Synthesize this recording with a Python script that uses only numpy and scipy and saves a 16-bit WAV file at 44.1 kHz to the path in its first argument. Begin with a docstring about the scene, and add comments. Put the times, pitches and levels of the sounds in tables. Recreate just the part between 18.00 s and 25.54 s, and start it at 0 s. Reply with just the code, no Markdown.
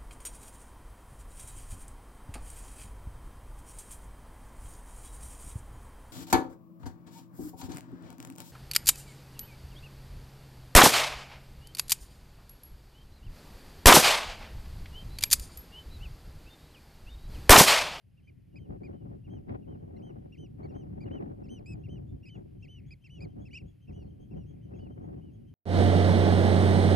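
"""A breeze rises over the hiss of a meadow and the wash of a far colony; gusts buffet a stereo microphone.
From the start avocets whistle "ku-lee" calls and short "kip" notes, each an arch of pitch with harmonics.
Near 3.7 s comes a held note, then a far bird's run of pips, which lower pips soon answer.
The calls are loudest around 5 s and a sharp yelp follows at 5.5 s. Then they fade, and two faint
falling whistles cross the meadow while the gusts go on."""
import sys
import numpy as np
from scipy import signal
from scipy.fft import rfft, irfft
from scipy.io import wavfile
from scipy.ndimage import uniform_filter1d

SR = 44100
rng = np.random.default_rng(int(sys.argv[2]) if len(sys.argv) > 2 else 0)


def persist_wave(psi):
    """Save psi, clipped to +-1, as 16-bit WAV."""
    counts = np.round(np.clip(psi, -1, 1) * 32767).astype(np.int16)
    wavfile.write(sys.argv[1], SR, np.atleast_2d(counts).T)


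N = 332514
TIME_S, BIN_HZ = np.arange(N) / SR, np.arange(N // 2 + 1) * SR / N

# arch of a far pip: (time [share of length], pitch [share of top], relative level [dB])
PIP_ARCH = [(0, .78, -13), (.22, .95, -4), (.5, 1, 0), (.78, .97, -4), (1, .81, -14)]


def undb(db):
    """Amplitude grows tenfold for every 20 dB."""
    return 10 ** (np.asarray(db) / 20)


def unit(x):
    """Normalisation to an rms of 1."""
    return x / np.sqrt(np.mean(x ** 2))


def on_log(table, hz):
    """Interpolation of (frequency [Hz], value) points on a logarithmic frequency axis."""
    f, value = np.transpose(table)
    return np.interp(np.log(hz + 1), np.log(f), value)


def noise(gain):
    """Spectral shaping: white noise weighted by a gain at each frequency bin."""
    return irfft(rfft(rng.standard_normal(N)) * gain, N)


def walk(rate_hz):
    """Random modulation of rms 1: stepped values, smoothed twice."""
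    hold = max(int(SR / rate_hz), 2)
    steps = np.repeat(rng.standard_normal(N // hold + 1), hold)
    return unit(uniform_filter1d(uniform_filter1d(steps, hold), hold)[:N])


def add(out, s, sound, pan_db=0):
    """Level panning: a mono sound enters at time s, with left exceeding right by pan_db."""
    start = int(s * SR)
    part = sound[:max(N - start, 0)]
    out[:, start:start + len(part)] += undb(np.array([[pan_db], [-pan_db]]) / 2) * part


def wash(spectrum, db, side_db):
    """Partial coherence: independent mid and side noises of one colour make a wide, steady sound."""
    colour = undb(on_log(spectrum, BIN_HZ))
    mid, side = unit(noise(colour)), undb(side_db) * unit(noise(colour))
    return undb(db) * np.array([mid + side, mid - side])


def meadow(swell_db=.8):
    """Incoherent summation: a far colony blurs into a wash, over soft air and microphone hiss."""
    # spectra of the colony and of the hiss: (frequency [Hz], relative density [dB])
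    colony_spectrum = [(1000, -13.5), (1500, -7), (2000, -5), (2600, -4), (3150, -5.5), (3600, -13.5),
                       (5000, -12.5), (7000, -33.5)]
    hiss_spectrum = [(100, 3.5), (500, 16.5), (900, 7), (1500, 0), (3700, -5), (7000, -5.5), (8600, -6),
                     (9500, -0.5), (13500, -2)]
    hiss = wash(hiss_spectrum, db=-82.5, side_db=-9)
    colony = wash(colony_spectrum, db=-86, side_db=-6.5)
    return colony * undb(swell_db * walk(13)) + hiss


def hoarse_swells(centre_hz=2200, width_hz=370, width_s=.075):
    """Amplitude modulation: narrow-band noise rises and sinks like a hoarse bird very far away."""
    # peaks of the swells: (time [s], level [dB])
    peaks = [(.4, -88.5), (4.85, -80.5), (6.56, -83.5)]
    rasp = unit(noise(np.exp(-.5 * ((BIN_HZ - centre_hz) / width_hz) ** 2)))
    return rasp * sum(undb(db) * np.exp(-.5 * ((TIME_S - s) / width_s) ** 2) for s, db in peaks)


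def ticks(decay_s=.002):
    """Broadband transients: white noise that decays exponentially is heard as a dry tick."""
    # faint ticks: (time [s], level [dB])
    bursts = [(2.323, -82), (3.659, -80), (4.628, -82), (5.208, -80), (6.781, -83)]
    out, t = np.zeros((2, N)), np.arange(SR // 50) / SR
    for s, db in bursts:
        add(out, s, undb(db) * np.exp(-t / decay_s) * rng.standard_normal(len(t)))
    return out


def airflow(attack_s=.025, release_s=.029, surge_hz=22, surge_db=.08):
    """Power addition of breeze and gusts gives rumble and buffeting, in dB against a full gust."""
    # breeze between gusts: (time [s], rumble level [dB])
    breeze = [(0, -39), (.055, -16), (.5, -11.5), (1.1, -7), (2.1, -4.5), (2.3, -8.5), (2.9, -2), (3.6, -5),
              (4.05, -4), (4.3, -8), (4.55, -5.5), (5.02, -15), (5.2, -4.5), (5.5, -6), (5.78, -13),
              (6.1, -6), (7.3, -5), (7.54, -9)]
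    # gusts: (time [s], length [s], rumble level [dB], buffeting level [dB])
    gusts = [(.261, 0.041, -9, -23.5), (.524, 0.19, -5.5, -11), (.68, 0.071, 0, -1),
             (0.789, 0.15, -4.5, -2.5), (0.999, .15, -4, -5), (1.258, 0.12, 0, -2.5),
             (1.465, 0.087, 3, 5.5), (1.664, 0.094, -6.5, -4), (1.809, .455, -13, -5),
             (2.364, 0.076, -3.5, -9), (2.565, 0.22, -6, -3.5), (2.811, 0.25, -2.5, -8.5),
             (3.019, 0.28, -4, 1.5), (3.364, 0.25, -14, -8), (3.678, .12, .5, -3.5), (3.84, 0.2, -0.5, -11),
             (4.08, 0.071, 2, -24), (4.338, 0.05, -2, -3), (4.748, .18, -6, -19.5),
             (5.188, 0.061, -0.5, -2), (5.348, 0.077, -2.5, -5.5), (5.605, 0.049, -1, -6),
             (5.872, .19, -3.5, -7.5), (6.303, 0.092, 1.5, -6.5), (6.466, 0.042, -1, -15),
             (6.701, 0.21, -5, -6), (6.951, 0.25, -6.5, -4)]
    breeze_db = np.interp(TIME_S, *np.transpose(breeze))
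    rumble = undb(breeze_db)
    buffet = undb(.8 + 2.5 * breeze_db)  # grows steeply as the breeze freshens
    for s, length, rumble_db, buffet_db in gusts:
        rise = np.clip((TIME_S - s) / attack_s, 0, 1)
        swell = rise * np.exp(-np.maximum(TIME_S - s - length, 0) / release_s)
        rumble = np.hypot(rumble, undb(rumble_db) * swell)
        buffet = np.hypot(buffet, undb(buffet_db) * swell)
    return 20 * np.log10([rumble, buffet]) + surge_db * walk(surge_hz)


def wind(gust_db=-42, eddy_hz=90, eddy_db=3.0, crackle_hz=330, crackle_db=1.9, flicker_db=.82,
         steepen=.35, split_hz=(140, 380), left_db=1.5):
    """Turbulent pressure: eddies on the capsules make a deep rumble and, in gusts, a rough flutter."""
    # spectrum of a full gust: (frequency [Hz], relative density [dB])
    gust_spectrum = [(20, -19.5), (54, -5.5), (103, 1.5), (200, -4), (340, -11), (420, -15), (490, -25),
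                     (560, -21), (640, -29), (735, -24.5), (980, -38.5), (1450, -43.5), (2000, -44.5),
                     (5000, -70)]
    # the wind differs between the capsules: (frequency [Hz], side minus mid level [dB])
    gust_width = [(60, -16.5), (110, -10), (200, -2), (360, 7.5), (670, 11.5), (1210, 11.5), (2210, 8),
                  (4040, 0)]
    rumble_db, buffet_db = airflow()
    colour = undb(on_log(gust_spectrum, BIN_HZ)) * (BIN_HZ < 5500)
    colour = undb(gust_db) * unit(colour)
    width, octave = undb(on_log(gust_width, BIN_HZ)), np.log2(BIN_HZ + 1)
    eddies, crackle = walk(eddy_hz), walk(crackle_hz)
    mid = side = 0
    for hz in 30 * 2. ** np.arange(8):
        band = colour * np.cos(np.pi / 2 * np.clip(octave - np.log2(hz), -1, 1))
        share = np.interp(np.log(hz), np.log(split_hz), [0, 1])  # 0 is rumble, 1 is buffeting
        # small eddies need more speed, so the treble comes and goes more steeply
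        octaves_up = max(np.log2(hz / 480), 0)
        steepness = 1 + steepen * octaves_up
        gain = undb((1 - share) * rumble_db + share * steepness * buffet_db)
        # passing eddies shake the upper bands together; the smallest make the treble crackle
        rough_db = share * eddy_db * eddies + octaves_up * crackle_db * crackle + flicker_db * walk(25)
        envelope = gain * unit(undb(rough_db))
        mid = mid + envelope * noise(band)
        side = side + envelope * noise(band * width)
    return np.array([mid + side, mid - side]) * undb(np.array([[left_db], [-left_db]]) / 2)


def scatter(birds, t60_s, wet_db, dull_hz):
    """Diffuse scattering: grass and far trees send back a dull, exponentially decaying tail."""
    t = np.arange(SR) / SR
    tail = rng.standard_normal((2, SR)) * undb(-60 * t / t60_s)
    tail /= np.sqrt(np.sum(tail ** 2, axis=1, keepdims=True))
    mid, side = signal.sosfilt(signal.butter(2, dull_hz, fs=SR, output="sos"), tail)
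    response = np.array([mid + .4 * side, mid - .4 * side])
    return undb(wet_db) * signal.fftconvolve(birds, response, axes=1)[:, :N]


def capsules(birds):
    """Phase difference: two capsules hear the birds slightly apart."""
    # lead of the left capsule: (frequency [Hz], phase [rad])
    phase_lead = [(1500, .7), (2700, .7), (3300, .55), (4700, .15), (5600, -.2), (6300, -.25), (8000, 0)]
    lead = on_log(phase_lead, BIN_HZ)
    return irfft(rfft(birds) * np.exp(.5j * np.array([lead, -lead])), N)


def whistle(s, hz, db, overtones_db, waver=.0027, flutter_db=1.0, overtone_flutter_db=1.5,
            brighten=.22, glide_s=.004, edge_s=.001):
    """Source and filter: the syrinx glides through the given points; the throat shapes its harmonics."""
    # response of throat and bill: (frequency [Hz], gain [dB])
    throat = [(3600, 0), (4400, 5), (5200, 2), (5650, -3), (6300, 0), (7400, -3), (7900, -9), (8400, -17),
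              (8850, -9), (9250, 0), (10500, -1), (13000, -3)]
    t = np.arange(s[0], max(s[-1], s[0] + .01), 1 / SR)
    ease = max(int(glide_s * SR), 2)
    jitter = uniform_filter1d(rng.standard_normal((6, SR // 5)), ease, axis=1)[:, :len(t)] * np.sqrt(ease)
    pitch = uniform_filter1d(np.interp(t, s, hz), ease, mode="nearest") * (1 + waver * jitter[0])
    phase = 2 * np.pi * np.cumsum(pitch) / SR
    effort_db = np.interp(t, s, db) + flutter_db * jitter[1]
    tone = np.sin(phase)
    for k, top_db in enumerate(overtones_db, 2):  # against the fundamental, at the top of the arch
        throat_db = on_log(throat, k * pitch) - on_log(throat, k * max(hz))
        fade_db = brighten * (effort_db - max(db))  # overtones fade faster as the bird eases off
        tone += undb(top_db + throat_db + fade_db + overtone_flutter_db * jitter[k]) * np.sin(k * phase)
    gate = np.clip(np.minimum(t - t[0], t[-1] - t) / edge_s, 0, 1)
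    return np.sqrt(2) * tone * gate * undb(effort_db)


def note(arch, length_s, top_hz, db, overtones_db):
    """Contour scaling: an arch is stretched to a length, pitch and level, and whistled."""
    part, pitch, swell_db = np.transpose(arch)
    return whistle(part * length_s, pitch * top_hz, db + swell_db, overtones_db)


def chatter(count=64, base_db=-91, spread_db=8.0, top_hz=3150, length_s=.061):
    """A random point process: the farthest avocets pipe independently of one another."""
    out = np.zeros((2, N))
    for when, size, pitch, loud, pan in rng.uniform(-.83, 1, (count, 5)):
        length, hz = length_s * (1 + .23 * size), top_hz * (1 + .08 * pitch)
        pip = note(PIP_ARCH, length, hz, base_db + spread_db * loud, overtones_db=[-14])
        add(out, (when + 1) / 2 * N / SR, pip, pan_db=3 * pan)
    return out


def far_birds(pip_s=.065, answer_from_s=4.7, answer_after_s=.148, answer_hz=3157,
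              flicker_db=2.5, flicker_hz=60):
    """Scintillation: moving air makes the pips and falling whistles from across the meadow flicker."""
    # a run of high pips: (time [s], top pitch [Hz], relative level [dB])
    pips = [(3.784, 3350, -83), (4.06, 3570, -79.5), (4.323, 3390, -75.5), (4.589, 3240, -74),
            (4.853, 3407, -70), (5.122, 3345, -73.5), (5.386, 3370, -70), (5.648, 3385, -72),
            (5.91, 3300, -72), (6.185, 3267, -75), (6.456, 3316, -72), (6.735, 3325, -73.5),
            (7.01, 3330, -77.5), (7.304, 3290, -77.5)]
    # a small bird's falling whistles: (time [s], relative level [dB])
    slides = [(5.985, -82.5), (6.778, -85)]
    # contour of each: (time from onset [s], pitch [Hz], relative level [dB])
    slide_contour = [(0, 5650, -7), (.012, 5000, 1), (.028, 4520, 0), (.05, 4320, -2), (.085, 4270, -4),
                     (.1, 4250, -14)]
    out = chatter()
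    for (s, hz, db), detune in zip(pips, .014 * rng.standard_normal(len(pips))):
        add(out, s, note(PIP_ARCH, pip_s, hz, db, overtones_db=[-7, -18]))
        if s > answer_from_s:
            answer = note(PIP_ARCH, pip_s, answer_hz * (1 + detune), db - 1.5, overtones_db=[-13, -18])
            add(out, s + answer_after_s, answer)
    t, hz, swell_db = np.transpose(slide_contour)
    for s, db in slides:
        add(out, s, whistle(t, hz, db + swell_db, overtones_db=[]))
    return out * unit(undb(flicker_db * walk(flicker_hz)))


def near_avocets(ku_s=.046, pan_db=-.5):
    """Frequency modulation: the nearer birds bend their whistles into calls, kips, a held note, a yelp."""
    # two-part calls: (time of the dip between parts [s], lee length [s], ku top [Hz], lee top [Hz],
    # ku level [dB], lee level [dB], ku and lee 2nd harmonics against the fundamental [dB])
    calls = [(0.215, 0.11, 2830, 3124, -74, -82, -29, -14), (0.566, 0.11, 2915, 3150, -82, -76.5, -20, -19),
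             (0.912, 0.14, 2800, 3080, -85, -83.5, -12, -30),
             (1.285, 0.11, 2880, 3201, -72.5, -73.5, -24, -13),
             (1.664, 0.1, 2850, 3130, -78, -78, -35, -24),
             (2.011, 0.11, 2890, 3165, -76.5, -69.5, -10, -14.5),
             (2.366, 0.11, 2850, 3100, -61.5, -65, -20.5, -13),
             (2.734, .109, 2825, 3170, -72.5, -73, -10.5, -9.5),
             (3.101, .099, 2940, 3087, -68.5, -62.5, -32, -27.5),
             (3.48, 0.12, 2750, 3114, -73, -61.5, -6.5, -8.5),
             (3.879, .111, 2840, 3106, -65.5, -65, -27, -16.5),
             (4.274, 0.1, 2844, 3086, -64.5, -62, -15.5, -25),
             (4.668, 0.14, 2776, 3066, -59, -61, -16, -19.5),
             (5.086, .119, 2775, 3005, -59.5, -62, -15.5, -17.5),
             (5.497, 0.13, 2710, 2976, -63, -61.5, -12.5, -18),
             (5.919, .13, 2740, 2980, -68, -72, -21, -12.5), (6.352, 0.1, 2770, 2950, -73, -77.5, -19, -12),
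             (6.78, .106, 2730, 3000, -73, -70.5, -21, -31), (7.2, 0.12, 2735, 3000, -87, -79.5, -20, -26)]
    # short notes: (time [s], length [s], top pitch [Hz], level [dB], relative 2nd harmonic [dB])
    kips = [(.273, 0.032, 2472, -63.5, -21), (.557, 0.037, 2530, -59, -12.5),
            (.833, .048, 2465, -60.5, -14), (1.963, 0.018, 2130, -71, -7.5), (2.63, 0.044, 2302, -68, -6),
            (3.005, .045, 2427, -64, -7), (4.256, 0.049, 2584, -59, -8), (4.907, 0.039, 2528, -56.5, -9),
            (5.205, 0.054, 2494, -57.5, -5)]
    # arches of the notes: (time [share of length], pitch [share of top], relative level [dB])
    ku_arch = [(0, .84, -13), (.12, .96, -2), (.3, 1, 1), (.55, .94, -1), (.78, .79, -7), (1, .68, -15)]
    lee_arch = [(0, .62, -15), (.07, .76, -8), (.135, .945, -1.5), (.23, .992, 0), (.35, 1, 0),
                (.52, .986, 0), (.68, .966, -.5), (.83, .915, -2), (.91, .84, -5.5), (1, .62, -19)]
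    kip_arch = [(0, .89, -4), (.13, .95, -1), (.27, .99, 0), (.4, 1, .5), (.55, .987, 0), (.7, .948, -2),
                (.85, .88, -5.5), (1, .8, -17)]
    # contours of the held note and the yelp: (time [s], pitch [Hz], level [dB])
    held = [(3.659, 2350, -59), (3.672, 2525, -57.5), (3.685, 2605, -57), (3.72, 2582, -57),
            (3.733, 2530, -57), (3.741, 2410, -62), (3.748, 2250, -80)]
    yelp = [(5.531, 2260, -53), (5.543, 2410, -49), (5.556, 2640, -46.5), (5.568, 2850, -47),
            (5.579, 2560, -48), (5.588, 2290, -56), (5.594, 2200, -70)]
    out = np.zeros((2, N))
    # the upper overtones lie a set number of dB below the second harmonic
    for s, lee_s, ku_hz, lee_hz, ku_db, lee_db, ku_second_db, lee_second_db in calls:
        ku = note(ku_arch, ku_s, ku_hz, ku_db, ku_second_db - np.array([0, 20]))
        lee = note(lee_arch, lee_s, lee_hz, lee_db, lee_second_db - np.array([0, 8, 24]))
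        add(out, s - ku_s, ku, pan_db)
        add(out, s, lee, pan_db)
    for s, length, hz, db, second_db in kips:
        add(out, s, note(kip_arch, length, hz, db, second_db - np.array([0, 18, 23])), pan_db)
    add(out, held[0][0], whistle(*np.transpose(held), overtones_db=[-10, -17, -25, -38]))
    add(out, yelp[0][0], whistle(*np.transpose(yelp), overtones_db=[-16, -33, -50]), pan_db=-1.5)
    return out


def scene(far_direct_db=-6):
    """Superposition: almost dry near birds and far ones smeared by the grass sound amid wind and hiss."""
    near, far = near_avocets(), far_birds()
    far = undb(far_direct_db) * far + scatter(far, t60_s=.2, wet_db=-4, dull_hz=6000)
    ground = scatter(near, t60_s=.06, wet_db=-23, dull_hz=5000)
    tail = scatter(near + far, t60_s=.97, wet_db=-31, dull_hz=3540)
    return capsules(near + far + ground + tail) + ticks() + wind() + meadow() + hoarse_swells()


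def record(dry, top_hz=13500):
    """Band limiting: a steep low-pass filter cuts the highest treble."""
    return signal.sosfilt(signal.ellip(8, .2, 70, top_hz, fs=SR, output="sos"), dry)


dry = scene()
out = record(dry)
persist_wave(out)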